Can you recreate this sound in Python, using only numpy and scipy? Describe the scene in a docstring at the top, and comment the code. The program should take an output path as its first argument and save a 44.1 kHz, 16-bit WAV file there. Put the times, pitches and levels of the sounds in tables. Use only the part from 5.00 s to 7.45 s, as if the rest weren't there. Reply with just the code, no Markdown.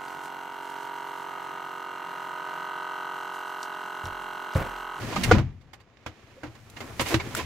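"""Fingers rub over a low handling rumble as a camera is set in place inside a parked car.
Skin scuffs and judders on the plastic shell; the camera bumps down once, hard, with a bright crack
and a deep thud, then is nudged a few more times, each knock setting off a low boom. The casing
clicks under the grip and snaps once near the end. The small, padded cabin answers the contacts."""
import sys
import numpy as np
from scipy import signal
from scipy.fft import rfft, irfft, next_fast_len
from scipy.io import wavfile
from scipy.ndimage import map_coordinates

SR = 44100
rng = np.random.default_rng(int(sys.argv[2]) if len(sys.argv) > 2 else 0)


def persist_wave(psi):
    """Save psi, clipped to +-1, as 16-bit WAV."""
    counts = np.round(np.clip(psi, -1, 1) * 32767).astype(np.int16)
    wavfile.write(sys.argv[1], SR, np.atleast_2d(counts).T)


N = 108045


def amp(db):
    """Decibels to gain."""
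    return 10 ** (np.asarray(db) / 20)


def unit(x):
    """Scale to rms 1."""
    return x / np.sqrt(np.mean(x ** 2) + 1e-20)


def noise():
    """Two unrelated white noises."""
    return rng.standard_normal((2, N))


def wobble(rate):
    """A smooth random curve, rate knots a second."""
    return map_coordinates(rng.standard_normal(4096), [np.arange(N) * rate / SR], mode="wrap")


def automation(rows):
    """Fader moves: one value per sample for each column after the time."""
    times, *columns = np.transpose(rows)
    return np.array([np.interp(np.arange(N) / SR, times, column) for column in columns])


def since(s):
    """Seconds since s, zero before it."""
    return np.maximum(np.arange(N) / SR - s, 0)


def decay(t, t60):
    """Exponential fall, 60 dB in t60 seconds."""
    return np.exp(-np.log(1000) * t / t60)


def strike(s, t60, rise_s):
    """Fast attack at time s, then exponential decay."""
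    t = since(s)
    return (1 - np.exp(-t / rise_s)) * decay(t, t60)


def ring(s, modes, rise_s, scatter_db):
    """Modes struck at time s ring as fading sines, their levels scattered by scatter_db."""
    return sum(amp(db + scatter_db * rng.normal()) * strike(s, t60, rise_s)
               * np.sin(2 * np.pi * hz * since(s)) for hz, db, t60 in modes)


def eq_gain(points, hz):
    """Gain of an EQ curve drawn through (Hz, dB) points on a log axis."""
    freqs, levels = np.transpose(points)
    return amp(np.interp(np.log(hz + 1), np.log(freqs + 1), levels))


def filtered(x, response):
    """Shape the spectrum of x with a gain for each frequency."""
    size = next_fast_len(N + SR // 2)
    return irfft(rfft(x, size) * response(np.fft.rfftfreq(size, 1 / SR)), size)[..., :N]


def panned(x, lean_db):
    """Lean a sound left, or right if lean_db is negative."""
    return x * amp([[lean_db / 2], [-lean_db / 2]])


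# stereo image of each band (left-right likeness, left minus right [dB])
LOW_STEREO, BODY_STEREO, TREBLE_STEREO, FIZZ_STEREO = (0.91, 3.74), (0.79, 1.2), (0.3, -9.5), (0.032, 0)


def texture(drive, eq, stereo):
    """Two unrelated drives, equalised, normalised and spread as mid and side."""
    likeness, lean_db = stereo
    width = np.arccos(likeness) / 2
    a, b = unit(filtered(drive, lambda hz: eq_gain(eq, hz)))
    mid, side = np.cos(width) * a, np.sin(width) * b
    return panned(np.array([mid + side, mid - side]), lean_db)


SLIPS_PER_S, SLIP_SHARE, SLIP_SPREAD = 2500, 0.32, 0.22
# the shell's three tone colours (frequency [Hz], relative level [dB])
BODY_EQ = [(110, -28), (230, 10), (700, 3), (1020, 2), (1400, -1), (2100, -15), (3800, -75.5)]
TREBLE_EQ = [(900, -44.5), (1700, 4), (2300, 5.5), (4200, -4), (7000, -11), (9500, -40)]
FIZZ_EQ = [(3500, 2), (7000, 4), (14000, -0.5), (16000, -7)]


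def friction(envelopes):
    """Tiny slips of skin on plastic, heard in the body, treble and fizz of the shell."""
    slips = (rng.random(N) < SLIPS_PER_S / SR) * np.exp(SLIP_SPREAD * rng.standard_normal(N))
    drive = np.sqrt(SLIP_SHARE) * unit(slips * noise()) + np.sqrt(1 - SLIP_SHARE) * noise()
    bands = [(BODY_EQ, BODY_STEREO), (TREBLE_EQ, TREBLE_STEREO), (FIZZ_EQ, FIZZ_STEREO)]
    return sum(envelope * texture(drive, *band) for envelope, band in zip(envelopes, bands))


STICK_DB, STICK_PER_S = 1.5, 60
# fader moves of the rubbing hand (time [s], body [dB], treble [dB], fizz [dB])
RUB_LEVELS = [(0, -39.5, -48.5, -51), (0.21, -38, -41.5, -47.5), (0.31, -31, -44.5, -44.5),
              (0.39, -34, -44.5, -64.5), (0.44, -50, -57, -93), (0.55, -65.5, -72, -83),
              (0.88, -63.5, -71, -90), (1.14, -58.5, -63, -76), (1.73, -58, -65, -65),
              (1.795, -47.5, -57, -56.5), (1.83, -43.5, -56, -56), (1.96, -52.5, -58.5, -56),
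              (2.05, -47, -50, -44.5), (2.09, -38, -38, -36.5), (2.135, -28, -39.5, -40),
              (2.185, -44.5, -50.5, -55), (2.34, -45, -51.5, -51), (2.395, -33, -38, -44.5),
              (2.45, -48, -50.5, -56.5)]


def rubbing():
    """The hand slides unevenly; the highest fizz stays smooth."""
    body_db, treble_db, fizz_db = automation(RUB_LEVELS)
    stick_db = STICK_DB * wobble(STICK_PER_S)
    return friction(amp([body_db + stick_db, treble_db + stick_db / 2, fizz_db]))


# dark colour of the handling rumble (frequency [Hz], relative level [dB])
RUMBLE_EQ = [(20, -11), (30, -5), (115, 5.5), (400, -21), (900, -67.5)]
# its fader moves (time [s], level [dB])
RUMBLE_LEVELS = [(0, -37), (0.15, -39.5), (0.29, -24.5), (0.36, -16.5), (0.56, -48.5), (0.75, -57.5),
                 (0.93, -64), (1.15, -60.5), (1.7, -54), (2.03, -44.5), (2.25, -42.5), (2.45, -39.5)]


def rumble():
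    """Moving the camera lays down a bed of low noise, fullest just after the bump."""
    return amp(automation(RUMBLE_LEVELS)) * texture(noise(), RUMBLE_EQ, LOW_STEREO)


SCUFF_RISE_S, SCUFF_LOW_CUT_HZ = 0.0059, 530
# finger scuffs (start [s], body before the low cut [dB], treble [dB], fizz [dB])
SCUFF_CUES = [(0.123, -28, -40.5, -68), (0.158, -23.5, -32, -45), (0.233, -35, -26.5, -30),
              (0.609, -69, -64, -75), (0.731, -44, -50, -58.5), (0.799, -57, -60.5, -70),
              (0.886, -63, -73.5, -90.5), (1.463, -49, -55, -82), (1.549, -50.5, -55.5, -66),
              (1.764, -40.5, -43, -68), (1.803, -33.5, -40.5, -52), (1.902, -39, -68, -68),
              (2.006, -26, -57, -29.5), (2.059, -32, -34, -55), (2.197, -32.5, -35.5, -72),
              (2.364, -40.5, -40.5, -34)]


def scuffs():
    """Short slips of a finger swell and fade; so light a touch hardly stirs the shell's low end."""
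    envelopes = np.zeros((3, N))
    for s, *levels in SCUFF_CUES:
        age = since(s) / SCUFF_RISE_S  # 1 at the peak
        envelopes += amp(levels)[:, None] * age * np.exp(1 - age)
    low_cut = signal.butter(2, SCUFF_LOW_CUT_HZ, "highpass", fs=SR, output="sos")
    return early_reflections(signal.sosfilt(low_cut, friction(envelopes)))


def early_reflections(x, count=8, latest_s=0.008, gain=0.2):
    """Windscreen and dashboard add a few quick copies that make the sound hollow."""
    delays = latest_s * rng.random(count)
    gains = gain * rng.choice([-1, 1], count)
    copies = sum(g * np.pad(x, ((0, 0), (int(d * SR), 0)))[:, :N] for d, g in zip(delays, gains))
    return (x + copies) / np.sqrt(1 + np.sum(gains ** 2))


CABIN_DB, CABIN_T60_S = -12.5, 0.11


def cabin(x):
    """The short, padded reverb of the car's interior."""
    tails = noise() * decay(since(0), CABIN_T60_S)
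    return np.array([signal.fftconvolve(channel, tail / np.linalg.norm(tail))[:N]
                     for channel, tail in zip(x, tails)])


JUDDER_CYCLES, JUDDER_SWELL_S, JUDDER_WAVER_RAD, JUDDER_WAVER_PER_S = 6.25, 0.0037, 0.94, 130
# catches of the grip (centre time [s], pitch [Hz], level [dB])
JUDDER_CUES = [(0.167, 1218, -31), (0.2, 187.3, -29), (1.38, 527, -46.5), (2.116, 377, -33.5),
               (2.157, 328, -25.5), (2.205, 2236, -29), (2.273, 354, -37), (2.402, 1015, -29.5)]


def judders():
    """Skin sticks and slips in a short, rough groan or squeak; low ones last longer."""
    total = np.zeros(N)
    for s, hz, db in JUDDER_CUES:
        t = np.arange(N) / SR - s
        swell = np.exp(-(t / (JUDDER_SWELL_S + JUDDER_CYCLES / hz)) ** 2)
        flutter = 1 + wobble(2 * JUDDER_WAVER_PER_S) / 2
        waver = JUDDER_WAVER_RAD * wobble(JUDDER_WAVER_PER_S)
        total += amp(db) * swell * flutter * np.sin(2 * np.pi * hz * t + waver)
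    return total


BUMP_S, BUMP_DB = 0.3125, -9.5
BUMP_RISE_S, BUMP_HOLD_S, SHELL_T60_S = 0.00023, 0.0062, 0.022
# ring of the plastic shell (frequency [Hz], relative level [dB])
SHELL_MODES = [(468, 3), (736, -4), (961, -13), (1187, -5), (1430, -2)]


def bump():
    """The shell chatters while the hard contact lasts, then rings out."""
    t = since(BUMP_S)
    attack = 1 - np.exp(-t / BUMP_RISE_S)
    release = decay(since(BUMP_S + BUMP_HOLD_S), SHELL_T60_S)
    shell = sum(amp(BUMP_DB + db + rng.normal()) * np.sin(2 * np.pi * (hz * t + rng.random()))
                for hz, db in SHELL_MODES)
    return shell * attack * release


CRACK_TREBLE_DB, CRACK_FIZZ_DB, CRACK_T60_S = -22, -45, 0.14


def crack():
    """A bright burst of noise gives the hard bump its leading edge."""
    treble = amp(CRACK_TREBLE_DB) * texture(noise(), TREBLE_EQ, TREBLE_STEREO)
    fizz = amp(CRACK_FIZZ_DB) * texture(noise(), FIZZ_EQ, FIZZ_STEREO)
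    return (treble + fizz) * strike(BUMP_S, CRACK_T60_S, rise_s=0.0004)


THUD_S, BOOM_RISE_S = 0.321, 0.0053
# low weight under the bump (frequency [Hz], level [dB], t60 [s])
THUD_MODES = [(89.9, -13, 0.43), (139.7, -15.5, 0.33), (206, -14.5, 0.26), (246.7, -20, 0.32)]


def thud():
    """The bump leaves low resonances ringing in a deep thud."""
    return panned(ring(THUD_S, THUD_MODES, BOOM_RISE_S, scatter_db=0), lean_db=LOW_STEREO[1])


# hollow body of the struck shell (frequency [Hz], relative level [dB])
HOLLOW_EQ = [(110, -22.5), (260, 4.5), (290, 11.5), (328, 16), (420, -21.5), (480, 7), (630, 4.5), (780, 0),
             (1000, 1), (1380, 0.5), (2100, -15), (3200, -46), (6000, -71.5)]


def clatter(envelopes):
    """The dense ring of struck plastic: noise in a hollow body, treble and fizz."""
    bands = [(HOLLOW_EQ, BODY_STEREO), (TREBLE_EQ, TREBLE_STEREO), (FIZZ_EQ, FIZZ_STEREO)]
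    return sum(envelope * texture(noise(), *band) for envelope, band in zip(envelopes, bands))


KNOCK_FIZZ_DB = -12.5  # relative to the knock's treble
# low resonances that a knock excites (frequency [Hz], relative level [dB], t60 [s])
BOOM_MODES = [(84, -4.5, 0.17), (115.4, 3, 0.14), (324.6, -2, .11)]
# the landing and later nudges (time [s], body [dB], boom [dB], treble [dB], contact t60 [s])
KNOCK_CUES = [(0.3211, -6, -16, -17.5, 0.014), (0.35, -23, -28, -37, 0.075),
              (0.383, -24.5, -21.5, -35, 0.087), (1.062, -30.5, -32.5, -37.5, 0.099),
              (1.433, -32, -36, -45, 0.15), (1.475, -68, -33, -73, 0.048),
              (1.995, -21.5, -25.5, -24.5, 0.13), (2.018, -33, -27, -44, 0.035),
              (2.142, -19.5, -18, -20.5, 0.073)]


def knocks():
    """Each knock is a brief clatter over a low boom."""
    envelopes, boom = np.zeros((3, N)), np.zeros(N)
    for s, body_db, boom_db, treble_db, t60 in KNOCK_CUES:
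        levels = [body_db, treble_db, treble_db + KNOCK_FIZZ_DB]
        envelopes += amp(levels)[:, None] * strike(s, t60, rise_s=0.00035)
        boom += amp(boom_db) * ring(s, BOOM_MODES, BOOM_RISE_S, scatter_db=3)
    return clatter(envelopes) + panned(boom, lean_db=LOW_STEREO[1])


# small plastic clicks (time [s], body [dB], treble [dB], fizz [dB])
CLICK_CUES = [(0.971, -50.5, -54.5, -82.5), (1.699, -70, -66, -45.5), (2.3494, -45, -40, -25.5)]


def clicks():
    """The casing ticks under the grip."""
    envelopes = sum(amp(levels)[:, None] * strike(s, t60=0.035, rise_s=0.00029)
                    for s, *levels in CLICK_CUES)
    return clatter(envelopes)


SNAP_S, SNAP_DB = 2.3498, -25
# ring of the casing's one sharp snap (frequency [Hz], relative level [dB], t60 [s])
SNAP_MODES = [(1010, 2, 0.022), (1400, 7.5, 0.012)]


def snap():
    """A stiff plastic part flips over and rings briefly."""
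    return amp(SNAP_DB) * ring(SNAP_S, SNAP_MODES, rise_s=0.00048, scatter_db=4.0)


def scene():
    """The contacts and their cabin reverb sit over a dry bed of rubbing and rumble."""
    bed = rubbing() + rumble()
    contacts = scuffs() + judders() + bump() + crack() + thud() + knocks() + clicks() + snap()
    return bed + contacts + amp(CABIN_DB) * cabin(contacts)


CLIP_LEVEL, TOP_HZ = 0.95, 15800


def record(dry):
    """A soft clip rounds the highest peaks, and a brick-wall filter trims the very top."""
    rounded = dry / (1 + np.abs(dry / CLIP_LEVEL) ** 6) ** (1 / 6)
    return filtered(rounded, lambda hz: hz < TOP_HZ)


dry = scene()
out = record(dry)
persist_wave(out)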